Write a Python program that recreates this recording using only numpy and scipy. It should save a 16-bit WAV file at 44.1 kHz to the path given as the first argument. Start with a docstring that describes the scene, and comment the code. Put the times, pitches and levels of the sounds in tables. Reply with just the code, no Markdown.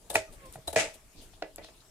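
"""A knife minces garlic on a plastic board on the lid of a hollow plastic bin, outdoors, near a phone.
Far rumble and hiss (shaped noise) last throughout. First the clove crunches (crackling noise), then the blade
knocks on the board (decaying sines and a noisy crack), slides on (scraping noise) and the lid rings.
A faint falling tone (a sine with an overtone) passes behind, then come a soft tap, more crunching and a second
chop. Fingers rustle (soft noise bands) softly during the tone, and again later, when they also tap and slide.
Bin thuds, dry snaps and a short echo go along."""
import sys
import numpy as np
from scipy import signal
from scipy.fft import rfft, irfft, next_fast_len
from scipy.io import wavfile
from scipy.ndimage import uniform_filter1d, map_coordinates

SR = 44100
rng = np.random.default_rng(int(sys.argv[2]) if len(sys.argv) > 2 else 0)


def to_wav(s):
    """Save 16-bit WAV."""
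    ch = np.atleast_2d(s).T  # columns
    pcm = np.round(np.clip(ch, -1, 1) * 32767)  # PCM
    wavfile.write(sys.argv[1], SR, pcm.astype(np.int16))


def magnitude_from_level(level_db):
    """Linear magnitude for a level in decibels (20 dB per decade)."""
    exponent = np.asarray(level_db, float) / 20
    return 10 ** exponent


N = 83790
T = np.arange(N) / SR  # time of each sample in seconds


def unit(x):
    """Scale to rms 1."""
    return x / np.sqrt(np.mean(x ** 2) + 1e-20)


def along(points, hz):
    """Read a curve of (pitch_hz, value) points on a log pitch axis."""
    point_hz, value = np.transpose(points)
    return np.interp(np.log(hz + 1), np.log(point_hz + 1), value)


def wobble(rate):
    """A smooth random curve with rate knots a second."""
    knots = rng.standard_normal(int(N * rate / SR) + 4)
    return map_coordinates(knots, [T * rate])


def filtered(x, response):
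    """Multiply the spectrum of x by a response, a function of frequency."""
    size = next_fast_len(N + SR // 2)
    hz = np.fft.rfftfreq(size, 1 / SR)
    return irfft(rfft(x, size) * response(hz), size)[..., :N]


# how alike left and right are, 1 = the same: pitch_hz, likeness (no unit)
LIKENESS = [(60, 0.79), (180, 0.95), (550, 0.86), (1650, 0.26), (4970, 0.11), (15000, -0.096)]


def rush(gain, grain_db=0.):
    """Stereo noise of rms 1, most alike in the low pitches; grain_db makes it lumpy."""
    grains_per_s = 2700
    pair = rng.standard_normal((2, N)) * magnitude_from_level(grain_db * wobble(grains_per_s))

    def angle(hz):
        return np.arccos(np.clip(along(LIKENESS, hz), -1, 1)) / 2

    # the angle shares the sound between what both sides have and what differs
    mid, side = filtered(pair, lambda hz: gain(hz) * [np.cos(angle(hz)), np.sin(angle(hz))])
    return unit(np.array([mid + side, mid - side]))


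def ring(modes, seconds, soft_hz=99000.0, scatter_db=0., hold=0.):
    """Sum of decaying sines, their sign changing from pair to pair; a soft contact spares the high ones."""
    t = np.arange(int(seconds * SR)) / SR
    total = 0
    for k, (hz, db, t60) in enumerate(modes):
        fade_db = -60 * np.clip(t - hold, 0, None) / t60
        level = magnitude_from_level(db + scatter_db * rng.normal() + fade_db)
        softened = level / (1 + (hz / soft_hz) ** 2)
        total = total + (-1) ** (k // 2) * softened * np.sin(2 * np.pi * hz * t)
    return total


def burst(s, length, rise=0.29):
    """A swell that rises, then falls more slowly and reaches its low floor at 1.44 lengths."""
    times = [s, s + rise * length, s + 0.77 * length, s + 1.44 * length]
    return np.interp(T, times, [0.0043, 0.92, 0.53, 0.0021])


def placed(sounds):
    """Put (start_s, sound) pairs on the time line; the left port hears them a little later."""
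    left_lag_s = .0001
    line = np.zeros(N + SR)
    for s, x in sounds:
        line[round(s * SR):][:len(x)] += x
    # half the lag goes to each side
    return filtered(line[:N], lambda hz: np.exp(-1j * np.pi * hz * left_lag_s * np.array([[1], [-1]])))


# colour of the far rumble and hiss: pitch_hz, relative_level_db (per Hz)
FAR_COLOUR = [(12, -39.5), (20, 5), (45, -3.5), (237, -16), (314, -14.5), (492, -17.5), (551, -37.5),
              (652, -22.5), (2000, -29.5), (2440, -27), (9400, -29), (15200, -39), (16500, -49.5)]
# loudness of the far sound before its small random sway: time_s, level_db
FAR_LOUDNESS = [(0, -58), (.08, -56.5), (.3, -57), (.5, -53.5), (.63, -57), (.95, -54.5), (1.1, -57),
                (1.25, -55.5), (1.5, -59), (1.7, -56.5), (1.9, -59.5)]


def background():
    """Far rumble and hiss: coloured noise that swells a little, in patches of time and pitch."""
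    hiss = rush(lambda hz: magnitude_from_level(along(FAR_COLOUR, hz)))
    spectrum = signal.stft(hiss, nperseg=512)[2]
    patches = rng.standard_normal(spectrum.shape[1:])
    patches = uniform_filter1d(uniform_filter1d(patches, 10, 0), 10, 1)
    hiss = signal.istft(spectrum * magnitude_from_level(3.0 * unit(patches)), nperseg=512)[1][:, :N]
    level_db = np.interp(T, *np.transpose(FAR_LOUDNESS)) + 0.63 * wobble(8)
    return magnitude_from_level(level_db) * hiss


# path of the faint tone before its random wavering: time_s, pitch_hz, level_db
TONE_PATH = [(.28, 620, -76), (0.341, 585.6, -65), (0.411, 555, -66), (.48, 510, -63), (.54, 479, -67)]


def faint_tone():
    """A far falling tone, perhaps a fowl: a wavering sine with one overtone."""
    overtone_db = 1  # against the lower sine
    s, hz, db = np.transpose(TONE_PATH)
    pitch_hz = np.interp(T, s, hz) * (1 + 0.019 * wobble(60))
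    phase = 2 * np.pi * np.cumsum(pitch_hz) / SR
    gain = magnitude_from_level(np.interp(T, s, db, -120, -120) + 6.6 * wobble(27.6))
    # the overtone starts at another point of its swing on the right
    sides = [np.sin(phase) + magnitude_from_level(overtone_db) * np.sin(2 * phase + turn) for turn in (0, 1.8)]
    return gain * np.array(sides)


# how long the echo takes to drop 60 dB: pitch_hz, t60_s
ECHO_TIMES = [(300, 0.23), (3000, 0.29), (12000, 0.21)]


def yard(x):
    """Nearby walls and ground answer with a noisy tail; each frequency dies at its own speed."""
    noise = rng.standard_normal((2, SR // 2))
    hz, t, spectrum = signal.stft(noise, SR, nperseg=256)
    fade = magnitude_from_level(-60 * t / along(ECHO_TIMES, hz)[:, None])
    tail = signal.istft(spectrum * fade, SR, nperseg=256)[1]
    late = np.pad(x, ((0, 0), (200, 0)))  # 200 samples of delay
    return signal.fftconvolve(late, tail / np.linalg.norm(tail[0]), axes=1)[:, :N]


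# the bin thuds under the weight of the hands: start_s, pitch_hz, level_db (before the soft start), t60_s
BIN_THUDS = [(0.106, 60.6, -48, 0.41), (0.157, 98, -39.5, 0.21), (0.558, 134, -39.5, .09),
             (0.588, 123, -42, 0.065), (0.679, 75, -41, 0.21), (.762, 98, -36, 0.2)]


def thuds():
    """Low swings of the bin: single decaying sines with a soft start."""
    soft_start = 1 - np.exp(-np.arange(int(.3 * SR)) / SR / 0.0024)
    return placed([(s, soft_start * ring([mode], .3)) for s, *mode in BIN_THUDS])


# fingers rustle among the peel: start_s, nominal_length_s, level_db (before the swell), centre_hz
FINGER_RUSTLES = [(0.289, 0.3, -64, 2230), (1.195, 0.13, -67, 1500), (1.195, 0.088, -59.5, 9330),
                  (1.155, .07, -55.5, 4230), (1.188, 0.082, -58.5, 3270), (1.319, 0.053, -61, 3554),
                  (1.617, 0.068, -51, 3750), (1.792, 0.031, -61.5, 3930)]


def rustle():
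    """Dry rubbing: each rustle is a soft, lumpy band of noise that swells and fades."""
    total = 0
    for s, length, db, centre_hz in FINGER_RUSTLES:
        band = rush(lambda hz: 1 / (1 + (4.3 * np.log((hz + 1) / centre_hz)) ** 2), 2.2)
        total = total + magnitude_from_level(db) * burst(s, length, rise=0.42) * band
    return total


# dry snaps of peel and squeaks of the edge:
# start_s, middle_pitch_hz, level_db (each partial is 1.5 dB lower), t60_s, spread (share of the pitch)
PEEL_SNAPS = [(0.103, 3630, -35, 0.026, .04), (.143, 9950, -29, 0.01, .1),
              (.526, 9640, -38.5, 0.0054, 0.23), (0.678, 3960, -27, 0.034, 0.021),
              (1.56, 10770, -30, .004, 0.27), (1.568, 7490, -56, .04, .08)]


def snaps():
    """Each snap is a cluster of three short decaying sines, a little off an even spacing."""
    sounds = []
    for s, hz, db, t60, spread in PEEL_SNAPS:
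        partials = [(hz * (1 + spread * (k + .15 * rng.normal())), db - 1.5, t60) for k in (-1, 0, 1)]
        sounds.append((s, ring(partials, .06)))
    return placed(sounds)


# ringing tones of board and lid: pitch_hz, relative_level_db, t60_s (undamped by the hand)
LID_TONES = [(172, -15, 0.17), (250, -21.5, .1), (314, -6, 0.11), (398, -13.5, 0.26), (465, -3.5, 0.13),
             (538, -7.5, .15), (613.4, 0.5, 0.12), (640.8, 0.5, 0.21), (769.6, -12, .07),
             (865, -2.5, 0.049), (1324, -9, 0.049), (1493, -9, 0.047), (1690, -8, 0.064),
             (1984, -9.5, 0.16), (2400, -14.5, 0.059), (2690, -12.5, 0.072)]
# brief clack of the board: pitch_hz, relative_level_db, t60_s (after contact ends)
CLACK_TONES = [(698, 2, 0.0058), (1364, -11.5, 0.013), (1940, 0, 0.011), (2476, 1, .008),
               (3030, -12.5, 0.0089), (4300, -9.5, .008), (5000, -30, 0.0084)]


def board(push, damped_t60):
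    """An uneven push rings the lid, damped by the hand, and the board itself."""
    damping = magnitude_from_level(-60 * T[:int(.2 * SR)] / damped_t60)
    body = ring(LID_TONES, .2) * damping + magnitude_from_level(4.5) * ring(CLACK_TONES, .2, soft_hz=1500)
    return signal.fftconvolve(push, body[None] / np.linalg.norm(body), axes=1)[:, :N]


# blade, clove or fingers slide over the board:
# start_s, hold_s, t60_s, scrape_level_db, push_level_db (both before the treble is softened), top_hz
BOARD_SLIDES = [(0.151, 0.0091, 0.17, -29, -30, 11700), (0.758, 0.046, 0.24, -26.5, -28.5, 10600),
                (0.553, .03, .06, -68, -49.5, 1190), (1.421, 0.011, 0.17, -49.5, -40.5, 4440),
                (1.582, 0.0079, 0.091, -54, -44.5, 4000), (1.61, 0.0088, 0.16, -54, -56, 3060),
                (1.683, 0.0053, .08, -58, -59.5, 3400)]
# colour of the scrape: pitch_hz, relative_level_db (per Hz)
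SCRAPE_COLOUR = [(700, -25), (1100, -18.5), (1900, -7), (2400, -4.5), (3200, -12.5), (4300, -14.5),
                 (7800, -12), (10900, -19), (15500, -38)]


def slide():
    """Blade, clove or fingers scrape over the plastic: fading lumpy noise that also keeps the lid ringing."""
    sliding_t60 = 0.29  # s, the hand that holds the board damps it
    grit = rush(lambda hz: magnitude_from_level(along(SCRAPE_COLOUR, hz)), 3.3)
    rub = rush(np.ones_like, 2.4)
    scrape = push = 0
    for s, hold, t60, scrape_db, push_db, top_hz in BOARD_SLIDES:
        rise = np.clip((T - s) / 0.0027, 0, 1)
        shape = rise * magnitude_from_level(-60 * np.clip(T - s - hold, 0, None) / t60)
        both = shape * np.array([magnitude_from_level(scrape_db) * grit, magnitude_from_level(push_db) * rub])
        both = filtered(both, lambda hz: 1 / (1 + (hz / top_hz) ** 4))
        scrape, push = scrape + both[0], push + both[1]
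    return scrape + board(push, sliding_t60)


# the blade breaks through the clove:
# start_s, nominal_length_s, crackle_level_db, push_level_db (on the board), both before the swell
CLOVE_CRUNCHES = [(.097, .02, -35.5, -44), (.121, 0.037, -47, -51), (.139, 0.033, -37.5, -43),
                  (0.319, 0.034, -54.5, -67), (0.452, 0.017, -54.5, -74.5), (.528, 0.033, -50, -83.5),
                  (0.672, 0.02, -37, -42.5), (0.698, 0.017, -45, -56), (0.7266, .012, -38.5, -45),
                  (0.742, .012, -45, -50.5), (.935, 0.024, -50.5, -67), (1.212, 0.029, -59, -72.5)]
# colour of the crackle: pitch_hz, relative_level_db (per Hz)
CRACKLE_COLOUR = [(1200, -38), (2200, -20), (3700, -13), (5800, -19), (9500, -8.5), (12000, -17),
                  (14600, -20.5), (16000, -31.5)]


def crunch():
    """The clove breaks with grainy noise, and duller noise pushes the board into ringing."""
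    pressed_t60 = .07  # s, the hand damps the board more while the blade cuts
    crackle = push = 0
    for s, length, crackle_db, push_db in CLOVE_CRUNCHES:
        swell = burst(s, length)
        crackle = crackle + magnitude_from_level(crackle_db) * swell
        push = push + magnitude_from_level(push_db) * swell
    grains = rush(lambda hz: magnitude_from_level(along(CRACKLE_COLOUR, hz)), 2.5)
    dull = rush(lambda hz: 1 / (1 + (hz / 1700) ** 2))
    return crackle * grains + board(push * dull, pressed_t60)


# blade and finger blows on the board: start_s, clack_level_db (played 5.5 dB lower, before its tone levels),
# hardness_hz, ringing_level_db (before its tone levels), contact_s, crack_level_db
BOARD_BLOWS = [(.1552, -8, 3430, -24, 0.0027, -25), (0.5564, -24.5, 630, -49, .003, -53),
               (.7608, -15, 3000, -23.5, 0.0035, -33.5), (1.335, -48, 2005, -67.5, .003, -68),
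               (1.4224, -20.5, 1290, -33.5, 0.0048, -36), (1.5815, -37.5, 1290, -44.5, 0.0047, -48),
               (1.645, -42.5, 2500, -55, 0.0028, -50), (1.686, -49, 1200, -58.5, 0.0025, -65)]


def blows():
    """Each blow: a clack and a noisy crack that last while the contact does, and the ringing lid."""
    crack_t60, crack_reach = .007, 3.4  # s; top of the crack over the hardness
    t = T[:int(.4 * SR)]
    sounds = []
    for s, db, hard_hz, ring_db, contact, crack_db in BOARD_BLOWS:
        lowpass = signal.butter(4, min(crack_reach * hard_hz, 16000), fs=SR)
        grit = unit(signal.lfilter(*lowpass, rng.standard_normal(len(t))))
        ringing = magnitude_from_level(ring_db) * ring(LID_TONES, .4, hard_hz, scatter_db=2.5)
        clack = magnitude_from_level(db - 5.5) * ring(CLACK_TONES, .4, hard_hz, 1.7, contact)
        crack = magnitude_from_level(crack_db - 60 * np.clip(t - contact, 0, None) / crack_t60) * grit
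        sounds.append((s, ringing + clack + crack))
    return placed(sounds)


def scene():
    """Near sounds with their echo, over the far ones; the thin board gives off little bass."""
    board_low_hz, yard_db = 145, -16
    near = blows() + crunch() + slide()
    near = filtered(near, lambda hz: (1j * hz / (board_low_hz + 1j * hz)) ** 2)
    near = near + thuds() + snaps() + rustle()
    return near + magnitude_from_level(yard_db) * yard(near) + faint_tone() + background()


def low_pass(x):
    """Removes everything above the highest recorded frequency."""
    return signal.sosfilt(signal.butter(12, 16640, fs=SR, output="sos"), x)


# balance of the phone's two ports: pitch_hz, left_minus_right_db
PORT_BALANCE = [(60, 1.5), (130, -1), (290, -1), (640, 0), (1410, -3), (3100, 1.0), (6820, 6.5), (15000, 6)]


def record(dry):
    """The left port hears more treble than the right; the top band is cut."""
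    top_hz = 15800
    halves = np.array([[.5], [-.5]])  # each port takes half the difference
    mix = filtered(dry, lambda hz: magnitude_from_level(along(PORT_BALANCE, hz) * halves) / (1 + (hz / top_hz) ** 40))
    return low_pass(mix)


dry = scene()
out = record(dry)
to_wav(out)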